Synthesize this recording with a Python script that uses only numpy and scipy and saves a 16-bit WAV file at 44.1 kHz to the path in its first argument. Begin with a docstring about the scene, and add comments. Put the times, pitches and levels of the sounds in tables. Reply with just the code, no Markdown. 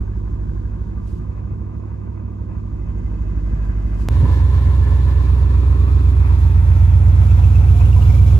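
"""A V8 idles with a loping burble, heard in its cabin with the door open; after a hard cut it idles faster,
heard outside along a walk from the bonnet to the rear wheel. Beating exhaust orders make the burble; gas noise
and clatter, both shaped noise, surge with it; injectors and valve gear ring at the firings. Trim buzz and
rustles join in the cabin, soft bumps in both scenes; clanks and a chattering shield outside."""
import sys
import numpy as np
from scipy import signal
from scipy.fft import rfft, irfft, next_fast_len
from scipy.io import wavfile
from scipy.ndimage import uniform_filter1d, minimum_filter1d

SR = 44100
rng = np.random.default_rng(int(sys.argv[2]) if len(sys.argv) > 2 else 0)


def pcm_store(signal):
    """Save signal as 16-bit PCM."""
    levels = np.round(np.clip(np.atleast_2d(signal), -1, 1) * 32767)
    wavfile.write(sys.argv[1], SR, levels.astype(np.int16).T)


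N = 369999
TIME = np.arange(N) / SR
CUT_S = 4.087


def gain_of(db):
    """Decibels to amplitude."""
    return 10 ** (np.asarray(db) / 20)


def evened(x):
    """Scales to rms 1."""
    return x / np.sqrt(np.mean(abs(x) ** 2) + 1e-20)


def read(points, hz):
    """Reads a spectrum on a log-frequency axis."""
    f, value = np.transpose(points)
    return np.interp(np.log(hz + 1), np.log(f + 1), value)


def curves(rows):
    """Each column of a table at every sample."""
    s, *columns = np.transpose(rows)
    return [np.interp(TIME, s, c) for c in columns]


def drift(per_s, t=TIME):
    """Random wander: straight lines between normal draws, per_s draws a second."""
    return np.interp(t * per_s, np.arange(1000), rng.standard_normal(1000))


def swell(center_s, half_length_s, db):
    """A smooth rise or dip in dB round one moment."""
    return db * np.exp(-((TIME - center_s) / half_length_s) ** 2)


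def passing(sounds, places_s):
    """Equal-power move from the sound at one place to the sound at the next."""
    shares = [np.interp(TIME, places_s, share) for share in np.eye(len(sounds))]
    return sum(np.sqrt(share) * sound for sound, share in zip(sounds, shares))


def lean(right_db):
    """Channel gains for a source that is louder on the right by right_db."""
    return gain_of(np.array([[-1], [1]]) * right_db / 2)


def late_left(pair, samples):
    """A positive count delays the left port; a negative one advances it."""
    return np.array([np.interp(TIME - samples / SR, TIME, pair[0]), pair[1]])


def noise(colour, same, peaks=(), above_hz=600, lead_s=0, ripple_db=2.2):
    """Coloured noise at two ports, the left leading; their mean has rms 1 above above_hz."""
    size = next_fast_len(N)
    hz = np.fft.rfftfreq(size, 1 / SR)
    db = read(colour, hz)
    db = db + sum(lift / (1 + (2 * (hz - f) / width) ** 2) for f, width, lift in peaks)
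    # reflections from nearby surfaces ripple the treble
    ripple = np.interp(hz / 24, np.arange(1000), rng.standard_normal(1000))
    db = db + ripple_db * np.clip(hz / 900, 0, 1) * ripple
    likeness = np.clip(read(same, hz), 0, .98)
    # the divisor keeps the colour in the mean of the two ports
    level = gain_of(db) / np.sqrt(1 + likeness * np.cos(2 * np.pi * hz * lead_s))
    a, b = rfft(rng.standard_normal((2, size))) * level
    mid, side = a * np.sqrt(1 + likeness), b * np.sqrt(1 - likeness)
    turn = np.exp(1j * np.pi * hz * lead_s)
    pair = np.array([(mid + side) * turn, (mid - side) / turn])
    return irfft(pair, size)[:, :N] / irfft(pair.mean(0) * (hz >= above_hz)).std()


def ring(hz, size=N, sharpness=7):
    """A cluster of close metal modes round one frequency, as narrow noise, different at each port."""
    b, a = signal.iirpeak(min(hz, SR / 2.2), sharpness, fs=SR)
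    once = signal.lfilter(b, a, rng.standard_normal((2, size)))
    return evened(signal.lfilter(b, a, once))


# (engine speed in rpm, phase offset in two-turn cycles)
CABIN_IDLE, STREET_IDLE = (750.2, .89), (953, .266)
# the governor hunts: (swing in rpm, a moment of top speed in s)
CABIN_HUNT, STREET_HUNT, HUNT_PERIOD_S = (2.46, 0.082), (8.7, 4.57), 1.313


def engine_cycles(idle, hunt):
    """Count of two-turn cycles for a steady idle whose speed swings gently."""
    (rpm, phase), (swing_rpm, fastest_s) = idle, hunt
    pace = 2 * np.pi / HUNT_PERIOD_S
    surplus = swing_rpm / pace * np.sin(pace * (TIME - fastest_s))
    return phase + (rpm * TIME + surplus) / 120


def burble(cycles, orders, sizes):
    """The leading exhaust orders beat against each other; returns the pressure and its lope."""
    wave = sum(size * np.exp(2j * np.pi * order * cycles) for order, size in zip(orders, sizes))
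    return np.sqrt(2) * wave.real, abs(wave) / uniform_filter1d(abs(wave), SR // 3)


def overtones(cycles, orders, places_s, waver, spread, step=10):
    """Weaker orders waver with uneven combustion; the pipes scatter the phase of those above 16."""
    t, out = TIME[::step], 0
    for order, *db in orders:
        scatter = rng.random() * (order > 16)
        angle = 2 * np.pi * (order * cycles[::step] + scatter) + waver * drift(5, t)
        # each port meets it at a slightly different phase
        apart = spread * order * rng.standard_normal()
        level = np.interp(t, places_s, gain_of(db)) * (1 + waver * drift(4, t))
        out = out + level * np.cos([angle + apart, angle - apart])
    full = signal.resample_poly(out, step, 1, axis=1, window=("kaiser", 13), padtype="edge")
    return np.sqrt(2) * full[:, :N]


def surge(cycles, lope, puff, follow, uneven_db=0.9):
    """Gain that swells at each of the eight firings and with the lope, never twice alike."""
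    firing = np.cos(np.pi * 8 * cycles) ** 4
    lope_gain = (lope ** 2 + 0.25) ** (follow / 2)
    return evened((1 + puff * firing) * lope_gain * gain_of(uneven_db * drift(28)))


# Likeness of the two ports in the cabin. Each row: frequency in Hz, likeness (0 to 1).
CABIN_LIKENESS = [(60, 0.79), (170, 0.62), (330, 1), (650, 0.72), (1000, 0.56), (1600, 0.31), (4000, .15)]
# Times between the seats and at the door.
CABIN_PLACES_S = (2.65, 3)
CABIN_LEAD_S = 0.00021  # engine noise leads at the left port

# Weaker exhaust orders in the cabin. Each row: order (multiple of the engine cycle),
# level in dB rms between the seats, level in dB rms at the door, both before waver and lean.
CABIN_ORDERS = [(11, -39, -36), (12, -45, -45), (13, -44, -40), (14, -54, -43), (22, -50, -51),
                (23, -54, -49), (24, -45, -43), (26, -56, -47), (27, -53, -49), (28, -53, -49),
                (29, -51, -50), (30, -48, -44), (32, -46, -41), (33, -57, -53), (36, -51, -50),
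                (37, -50, -50), (38, -52, -51), (48, -55, -51), (51, -58, -53), (53, -56, -56),
                (54, -58, -57), (56, -59, -58), (57, -58, -59), (59, -62, -60)]
# Standing wave, a row per leading order: level in dB at the door, level in dB in the middle, before lean.
CABIN_BOOM_DB = [(-20, -58), (-26.5, -31.5), (-29, -30.5)]
# Colour of the gas noise in the cabin. Each row: frequency in Hz, relative density in dB per Hz.
CABIN_GAS_COLOUR = [(15, -24), (30, -17), (55, -7), (85, -2), (120, -4), (160, -4), (225, -4.5),
                    (265, -12.5), (335, -7.5), (400, -15), (500, -20), (700, -41), (1500, -76)]
CABIN_BEAT_ORDERS = (8, 10, 16)
# (at the door, change toward the middle)
CABIN_GAS_DB, CABIN_RIGHT_DB = (-36, -3.5), (2, 2)


def cabin_exhaust(cycles, depth):
    """Exhaust boom fades toward the cabin's middle, with overtones and gas noise; also returns the lope."""
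    sizes = [(1 - depth) * gain_of(door) + depth * gain_of(middle) for door, middle in CABIN_BOOM_DB]
    boom, lope = burble(cycles, CABIN_BEAT_ORDERS, sizes)
    gas_db, right_db = [door + change * depth for door, change in (CABIN_GAS_DB, CABIN_RIGHT_DB)]
    lines = overtones(cycles, CABIN_ORDERS, CABIN_PLACES_S, waver=0.2, spread=0.015)
    gas = noise(CABIN_GAS_COLOUR, CABIN_LIKENESS, above_hz=164) * gain_of(gas_db)
    gas = gas * surge(cycles, lope, puff=0.58, follow=0.095)
    return late_left((boom + lines + gas) * lean(right_db), 26.0), lope


# Clatter colour between the seats. Each row: frequency in Hz, relative density in dB per Hz.
SEAT_CLATTER = [(350, -29), (500, 0.5), (620, 0.5), (850, -5), (1200, -5), (1400, -8), (1650, -13.5),
                (1800, -16), (2600, -20.5), (3500, -42.5), (6000, -77.5)]
# Clatter colour at the door. Each row: frequency in Hz, relative density in dB per Hz.
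DOOR_CLATTER = [(480, -33), (600, 9), (800, -4.5), (900, -2), (1150, -2.5), (1550, -3), (1850, -11.5),
                (2700, -16.5), (3500, -32), (6000, -85)]
# Engine and panel resonances in the cabin. Each row: frequency in Hz, width in Hz, lift in dB.
CABIN_PEAKS = [(990, 95, 6), (1193, 89, 2), (1704, 40, 7.5), (2010, 83, 4), (2540, 73, 9), (3000, 70, 0),
               (6460, 140, 5.5), (7640, 790, 9.5)]
SEAT_CLATTER_DB, DOOR_CLATTER_DB = -55, -49.5


def cabin_clatter(cycles, lope):
    """Engine clatter as resonant noise, passing from its colour at the seats to that at the door."""
    places = (SEAT_CLATTER, SEAT_CLATTER_DB), (DOOR_CLATTER, DOOR_CLATTER_DB)
    sounds = [noise(colour, CABIN_LIKENESS, CABIN_PEAKS, lead_s=CABIN_LEAD_S) * gain_of(db)
              for colour, db in places]
    return passing(sounds, (2.85, 3.75)) * surge(cycles, lope, puff=0.1, follow=0.24, uneven_db=2.0)


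# Hiss colour in the cabin. Each row: frequency in Hz, relative density in dB per Hz.
CABIN_HISS_COLOUR = [(2000, -34.5), (3000, 0.5), (4000, -1.5), (5500, -3.5), (6800, -4), (8000, -18),
                     (11000, -12), (14500, -29.5)]
CABIN_HISS_DB = (-67, -8)  # (at the door, change toward the middle)


def cabin_hiss(depth):
    """Flickering high noise, weaker toward the middle of the cabin."""
    door_db, change_db = CABIN_HISS_DB
    hiss = noise(CABIN_HISS_COLOUR, CABIN_LIKENESS, CABIN_PEAKS)
    return hiss * gain_of(door_db + change_db * depth + .8 * drift(40)) * lean(-1.5)


TICK_LIMIT = 1.6  # cap on random variation, in standard deviations
# Valve gear ringing through the bulkhead. Each row: frequency in Hz, relative level in dB, t60 in seconds.
KNOCK_MODES = [(949, 1.5, 0.082), (1035, 6, 0.058), (1173, -1, 0.095), (1533, -3, 0.065), (1660, -15, 0.12)]
KNOCK_DB = -54.5


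def knocks(cycles, uneven_db, scatter_db, slack_s):
    """Valves close about every firing, varied in time and strength, ringing the engine's covers."""
    beats = np.flatnonzero(np.diff(np.floor(cycles * 8)))
    chance = rng.standard_normal((1000, len(KNOCK_MODES) + 2))[:len(beats)]
    chance = np.clip(chance, -TICK_LIMIT, TICK_LIMIT)
    at = np.clip(beats + (slack_s * SR * chance[:, 0]).astype(int), 0, N - 1)
    t, out = np.arange(4000) / SR, np.zeros(N)
    for (hz, db, t60), share in zip(KNOCK_MODES, chance[:, 2:].T):
        blows = np.zeros(N)
        blows[at] = gain_of(uneven_db * chance[:, 1] + scatter_db * share)
        envelope = gain_of(db - 60 * t / t60) * (1 - np.exp(-t / 0.0026))
        out += signal.oaconvolve(blows, envelope * np.sin(2 * np.pi * hz * t))[:N]
    return late_left([evened(out)] * 2, -CABIN_LEAD_S * SR)


# A trim panel buzzes near the microphone: (centre in s, half length in s, dB per mode), modes in Hz.
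TRIM_BUZZ, TRIM_HZ = (0.35, 0.72, -65), (1466, 1570, 1667)


def trim_buzz(cycles, lope):
    """A thin panel rings in uneven bursts, shaken by the engine's lope, each mode by its own amount."""
    center_s, half_length_s, db = TRIM_BUZZ
    modes = sum(ring(hz, sharpness=13) * surge(cycles, lope, puff=.8, follow=1.2, uneven_db=5)
                for hz in TRIM_HZ)
    return modes * gain_of(db) * np.exp(-((TIME - center_s) / half_length_s) ** 2)


def ticks(cycles, modes, uneven_db, lift_db, sharpness):
    """An injector tick rings at each firing; one a turn of the crank is nearer and louder."""
    firing = np.floor(cycles * 8)
    at = np.flatnonzero(np.diff(firing))
    near = firing[at] % 4 == 3
    chance = np.minimum(rng.standard_normal((1000, len(modes) + 1))[:len(at)], TICK_LIMIT)
    size_db = uneven_db * chance[:, 0] + lift_db * near
    t, out = np.arange(3000) / SR, np.zeros((2, N))
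    for k, (hz, db, t60) in enumerate(modes):
        clicks = np.zeros(N)
        clicks[at] = gain_of(size_db + 2.9 * chance[:, k + 1])
        envelope = gain_of(db - 60 * t / t60) * (1 - np.exp(-t / 0.0072))
        out += signal.oaconvolve(clicks, envelope)[:N] * ring(hz, sharpness=sharpness)
    return evened(out)


# Injector ringing in the cabin. Each row: frequency in Hz, relative level in dB, t60 in seconds.
CABIN_TICK_MODES = [(2050, -0.5, .09), (2560, -3, 0.078), (3030, -6.5, 0.064), (4750, -12, 0.055),
                    (5450, -9, .06), (6500, -8.5, .07), (7280, -9.5, .06)]
CABIN_TICK_DB = (-76.5, -64.5)  # between the seats, at the door


def cabin_injectors(cycles):
    """Injector ticks, louder at the door than between the seats."""
    injectors = ticks(cycles, CABIN_TICK_MODES, uneven_db=1.5, lift_db=4, sharpness=40)
    return injectors * gain_of(np.interp(TIME, CABIN_PLACES_S, CABIN_TICK_DB))


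# The microphone leans in and backs out.
# Each row: time in seconds, depth (0 at the door, 1 at the quiet middle of the cabin).
DEPTH = [(0, 0.48), (.45, 0.45), (1.2, 0.7), (1.8, 0.93), (2.25, 1), (3.55, 0.012)]


def cabin():
    """Slow idle in the cabin, its sources following the microphone's depth and place."""
    cycles = engine_cycles(CABIN_IDLE, CABIN_HUNT)
    depth = np.clip(curves(DEPTH)[0], 0, 1)
    exhaust, lope = cabin_exhaust(cycles, depth)
    valves = knocks(cycles, uneven_db=3.5, scatter_db=3.5, slack_s=.003) * gain_of(KNOCK_DB)
    engine = exhaust + cabin_clatter(cycles, lope) + valves + cabin_injectors(cycles)
    return engine + cabin_hiss(depth) + trim_buzz(cycles, lope) + rustles()


# Light brushes against the seat. Each row: centre in seconds, level in dB before grain, length in seconds.
RUSTLES = [(1.11, -64, 0.17), (3.655, -66, 0.04), (3.947, -68.5, .35), (4.016, -60, 0.054)]


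def rustles():
    """Brief grainy strokes of high noise."""
    level = sum(gain_of(db) * np.exp(-(2 * (TIME - center_s) / length_s) ** 2)
                for center_s, db, length_s in RUSTLES)
    colour = [(1000, -24), (2500, 3.0), (5000, -1.5), (7000, 0.0), (10500, -8.5), (14500, -9)]
    brush = noise(colour, CABIN_LIKENESS, [(4900, 600, 6), (9750, 800, 7.8)])
    return level * gain_of(3.0 * drift(90)) * brush


# Soft bumps against the microphone.
# Each row: start in seconds, level in dB before the envelope, pitch in Hz, decay in seconds.
BUMPS = [(1.184, -9.5, 138, 0.01), (1.443, -33, 72, .025), (1.517, -2, 101, 0.0091),
         (3.53, -20, 137, 0.033), (4.224, 5.5, 111, .012), (4.225, -26, 258, 0.049),
         (4.279, -15, 310, 0.0078)]


def bumps():
    """Short, heavily damped thuds."""
    out = np.zeros(N)
    for start_s, db, hz, decay_s in BUMPS:
        t = np.maximum(TIME - start_s, 0)
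        envelope = np.exp(-t / decay_s) * (1 - np.exp(-t / 0.016))
        out += gain_of(db) * np.sin(2 * np.pi * hz * t) * envelope
    return out


def splice():
    """The hard cut leaves a step in pressure: one dry click."""
    t = TIME - CUT_S
    return gain_of(-14.0) * (t >= 0) * np.exp(-abs(t) / .0015)


# Times at the grille, the front wheel, the door and the rear wheel, in seconds.
WALK_S = [4.1, 5.75, 6.85, 8.1]


def on_walk(values):
    """A value given at the four places of the walk, at every sample."""
    return np.interp(TIME, WALK_S, values)


# Likeness of the two ports outside. Each row: frequency in Hz, likeness (0 to 1).
STREET_LIKENESS = [(60, 0.75), (400, 0.83), (700, 0.39), (1000, .8), (1400, 0.39), (4000, 0.24)]
# Bonnet resonances. Each row: frequency in Hz, width in Hz, lift in dB.
BONNET_PEAKS = [(1016, 186, 11), (1728, 58, 5.7), (2100, 59, 4.3), (2350, 65, 2.6), (3700, 310, 2.9)]
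BONNET_LEAD_S, SILL_LEAD_S = .00014, 0.00026  # lead at the left port
# Times when the microphone is closest to the bonnet, wheel, flank and sill.
STREET_PLACES_S = (4.95, 5.95, 6.7, 8.0)


def walk_noise(bonnet, further, above_hz, places_s=(5.7, 6.8)):
    """One noise, changing colour from the bonnet to the places further along the side."""
    front = noise(bonnet, STREET_LIKENESS, BONNET_PEAKS, above_hz, BONNET_LEAD_S)
    side = [noise(colour, STREET_LIKENESS, (), above_hz, SILL_LEAD_S) for colour in further]
    return passing([front] + side, places_s)


# Weaker exhaust orders outside. Each row: order (multiple of the engine cycle), level in dB rms
# at the grille, the front wheel, the door and the rear wheel, before waver and lean.
STREET_ORDERS = [(5, -41, -39, -34, -33), (7, -46, -36, -34, -36), (9, -54, -33, -34, -36),
                 (10, -29, -30, -33, -33), (12, -31, -33, -35, -30), (14, -29, -32, -34, -33),
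                 (15, -34, -38, -35, -28), (16, -28, -30, -28, -28), (17, -41, -38, -39, -33),
                 (18, -44, -41, -36, -36), (19, -39, -40, -36, -35), (20, -47, -41, -43, -43),
                 (21, -45, -45, -37, -35), (24, -60, -54, -49, -42), (29, -50, -52, -45, -45),
                 (32, -46, -43, -48, -43), (33, -53, -45, -51, -47), (34, -55, -51, -52, -52),
                 (35, -51, -42, -49, -46), (36, -53, -49, -61, -59), (38, -53, -48, -55, -53),
                 (40, -58, -61, -51, -50), (41, -50, -49, -58, -70), (42, -64, -50, -57, -51),
                 (43, -52, -50, -54, -52), (48, -49, -45, -55, -61), (49, -50, -51, -59, -51),
                 (52, -57, -54, -75, -63), (53, -58, -51, -59, -54), (58, -54, -55, -74, -56),
                 (59, -58, -64, -63, -55), (66, -63, -64, -62, -59), (69, -59, -65, -67, -63),
                 (70, -68, -68, -63, -59), (71, -55, -62, -62, -61)]
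# Leading orders, a row each: level in dB at the grille, front wheel, door and rear wheel, before lean.
STREET_BOOM_DB = [(-15, -13.5, -14, -12.5), (-16, -18, -12, -13.5), (-28, -35.5, -19.5, -16)]
# Gas noise colour at the bonnet. Each row: frequency in Hz, relative density in dB per Hz.
BONNET_GAS = [(12, -16), (30, -14), (45, 3), (65, 7), (90, 7), (120, 5), (160, 0), (205, -4), (265, -6),
              (330, -8), (400, -9.5), (500, -16), (700, -35), (1500, -65)]
# Gas noise colour at the sill. Each row: frequency in Hz, relative density in dB per Hz.
SILL_GAS = [(12, -10), (28, -5), (45, -6), (65, 0), (90, 1), (120, -2), (160, -6), (205, -8.5), (265, -12),
            (330, -15), (400, -16), (500, -19), (700, -35), (1500, -60)]
STREET_BEAT_ORDERS = (8, 11, 13)
STREET_GAS_DB = (-37.5, -38, -44, -38)  # at the walk's four places, before the flare
GAS_FLARE = (4.25, 0.074, 7.5)  # (centre in s, half length in s, rise in dB)


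def street_exhaust(cycles):
    """Exhaust burble, overtones and gas noise, which flares once; also returns the lope."""
    boom, lope = burble(cycles, STREET_BEAT_ORDERS, [gain_of(on_walk(db)) for db in STREET_BOOM_DB])
    lines = overtones(cycles, STREET_ORDERS, STREET_PLACES_S, waver=0.13, spread=0.005)
    gas = walk_noise(BONNET_GAS, [SILL_GAS], above_hz=204)
    gas = gas * gain_of(on_walk(STREET_GAS_DB) + swell(*GAS_FLARE))
    gas = gas * surge(cycles, lope, puff=0.7, follow=0.3, uneven_db=1.1)
    # the leading orders swing against the weaker ones, which fills the gaps between their beats
    pipes = late_left(-boom * lean(3.53) + lines * lean(3.3), -13)
    return pipes + gas * lean(1.2), lope


# Clatter colour at the bonnet. Each row: frequency in Hz, relative density in dB per Hz.
BONNET_CLATTER = [(350, -18.5), (550, 2.5), (650, -3), (900, -3), (1100, -2.5), (1350, -9), (1700, -7),
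                  (2500, -14.5), (3000, -17.5), (4000, -38), (6000, -76)]
# Clatter colour at the front wheel. Each row: frequency in Hz, relative density in dB per Hz.
WHEEL_CLATTER = [(400, -19), (555, -2.5), (640, -8.5), (786, -5), (1110, -0.5), (1590, -11.5), (2210, -17),
                 (2460, -11.5), (2960, -26), (5200, -62.5)]
# Clatter colour at the flank. Each row: frequency in Hz, relative density in dB per Hz.
FLANK_CLATTER = [(400, -24), (545, -4.5), (649, -6), (853, -4), (944, -0.5), (1190, -12), (1290, -7.5),
                 (1660, -15), (2530, -14.5), (2900, -26.5), (5200, -59)]
# Clatter colour at the sill. Each row: frequency in Hz, relative density in dB per Hz.
SILL_CLATTER = [(380, -23.5), (530, 1.5), (637, -15), (692, -0.5), (885, -8), (970, -3.5), (1130, -9.5),
                (1560, -11.5), (1690, -20), (2330, -15.5), (3000, -23.5), (5200, -58.5)]
STREET_CLATTER_DB = (-39.5, -42.5, -42.5, -41.5)  # at the walk's four places, before lean


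def street_clatter(cycles, lope):
    """Engine clatter as noise whose colour changes along the side."""
    further = [WHEEL_CLATTER, FLANK_CLATTER, SILL_CLATTER]
    clatter = walk_noise(BONNET_CLATTER, further, 400, STREET_PLACES_S)
    clatter = clatter * gain_of(on_walk(STREET_CLATTER_DB)) * lean(-0.61)
    return clatter * surge(cycles, lope, puff=0.2, follow=0.15, uneven_db=1.18)


# Hiss colour at the bonnet. Each row: frequency in Hz, relative density in dB per Hz.
BONNET_HISS = [(2000, -34), (3000, -3.5), (3900, 2.5), (5500, -5.5), (7400, -8.5), (10000, -16),
               (14500, -11)]
# Hiss colour at the sill. Each row: frequency in Hz, relative density in dB per Hz.
SILL_HISS = [(2000, -32), (3000, 2.5), (3900, 1.5), (5200, -2.5), (7200, -5.5), (10000, -11), (14500, -5.5)]
STREET_HISS_DB = (-54, -56.5, -55, -50.5)  # at the walk's four places, before lean


def street_hiss(cycles, lope):
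    """High noise surging with the engine, its colour passing from bonnet to sill."""
    hiss = walk_noise(BONNET_HISS, [SILL_HISS], above_hz=1800)
    hiss = hiss * gain_of(on_walk(STREET_HISS_DB)) * lean(-0.61)
    return hiss * surge(cycles, lope, puff=0.2, follow=0.15, uneven_db=1.5)


# Injector ringing outside. Each row: frequency in Hz, relative level in dB, t60 in seconds.
STREET_TICK_MODES = [(2420, -8.5, 0.065), (2744, 0, 0.041), (3380, -1, 0.043), (5860, -6, 0.045),
                     (7180, -5.5, 0.052), (10200, -6.5, 0.063), (13300, -9, 0.031)]


def street_injectors(cycles):
    """Injector ticks, 1.5 dB under the hiss setting along the walk."""
    injectors = ticks(cycles, STREET_TICK_MODES, uneven_db=1.0, lift_db=1.5, sharpness=11)
    return injectors * gain_of(on_walk(STREET_HISS_DB) - 1.5)


def street():
    """Faster idle in the open, its levels and colours changing along the walk."""
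    cycles = engine_cycles(STREET_IDLE, STREET_HUNT)
    exhaust, lope = street_exhaust(cycles)
    engine = exhaust + street_clatter(cycles, lope) + street_hiss(cycles, lope)
    return engine + street_injectors(cycles) + clanks() + rattles()


# Single clanks from the engine's covers.
# Each row: start in seconds, level in dB before the envelope, pitch in Hz.
CLANKS = [(4.252, -29, 980), (7.807, -35.5, 986), (7.96, -30.5, 977)]


def clanks(attack_s=.002, decay_s=.014):
    """A cover is struck once and rings briefly."""
    out = 0
    for start_s, db, hz in CLANKS:
        t = np.maximum(TIME - start_s, 0)
        envelope = (1 - np.exp(-t / attack_s)) * np.exp(-t / decay_s)
        out = out + gain_of(db) * envelope * ring(hz, sharpness=9.8)[0]
    return out


# A loose metal shield chatters under the car.
# Each row: centre in seconds, level in dB before RATTLE_GAIN_DB, pitch in Hz.
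RATTLES = [(7.31, -36, 2620), (7.379, -42, 2500), (7.442, -36, 2650), (7.506, -44, 2550),
           (7.561, -36.5, 2620), (7.61, -41, 2580), (7.644, -42, 2560), (7.685, -41, 2600),
           (7.76, -43, 2420), (7.81, -34, 2560), (7.862, -42, 2800), (7.937, -37, 2780), (7.967, -44, 2360),
           (8.019, -37, 2820), (8.065, -39, 2730), (8.098, -33.5, 2340), (8.147, -37.5, 2310),
           (8.192, -39, 2320), (8.274, -36.5, 2330), (8.32, -43, 2550)]
# Modes of the shield. Each row: multiple of the pitch, relative level in dB.
SHIELD_MODES = [(1, 3), (.92, -6), (1.3, -13), (2.25, -12), (2.8, -12)]
RATTLE_GAIN_DB, RATTLE_HALF_S, RATTLE_GRAIN_DB = -6.5, .013, 3


def rattles():
    """Each chatter is a short, gritty burst that rings all the modes of the thin shield."""
    out, t = np.zeros((2, N)), np.arange(-3000, 3000) / SR
    for center_s, db, hz in RATTLES:
        metal = evened(sum(gain_of(mode_db) * ring(hz * ratio, size=len(t), sharpness=14)
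                           for ratio, mode_db in SHIELD_MODES))
        grit = evened(gain_of(RATTLE_GRAIN_DB * drift(450, t - t[0])))
        burst = gain_of(db + RATTLE_GAIN_DB) * np.exp(-(t / RATTLE_HALF_S) ** 2) * grit * metal
        part = out[:, round((center_s + t[0]) * SR):][:, :len(t)]
        part += burst[:, :part.shape[1]]
    return out


def scene():
    """Cabin, cut, then the street, which comes in over 18 ms."""
    cabin_in = np.clip(TIME / .006, 0, 1) ** 2
    street_in = np.clip((TIME - CUT_S) / 0.018, 0, 1)
    return cabin() * cabin_in * (TIME < CUT_S) + street() * street_in + bumps() + splice()


EDGE_HZ = 14600


def record(dry):
    """A smooth limiter holds the strongest peaks; then a low-pass sets the band limit."""
    room = np.minimum(1, .92 / (abs(dry).max(0) + 1e-9))
    gain = uniform_filter1d(uniform_filter1d(minimum_filter1d(room, 801), 401), 401)
    lowpass = signal.firwin(511, EDGE_HZ, window=("kaiser", 9), fs=SR)
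    return signal.oaconvolve(dry * gain, lowpass[None], "same")


dry = scene()
out = record(dry)
pcm_store(out)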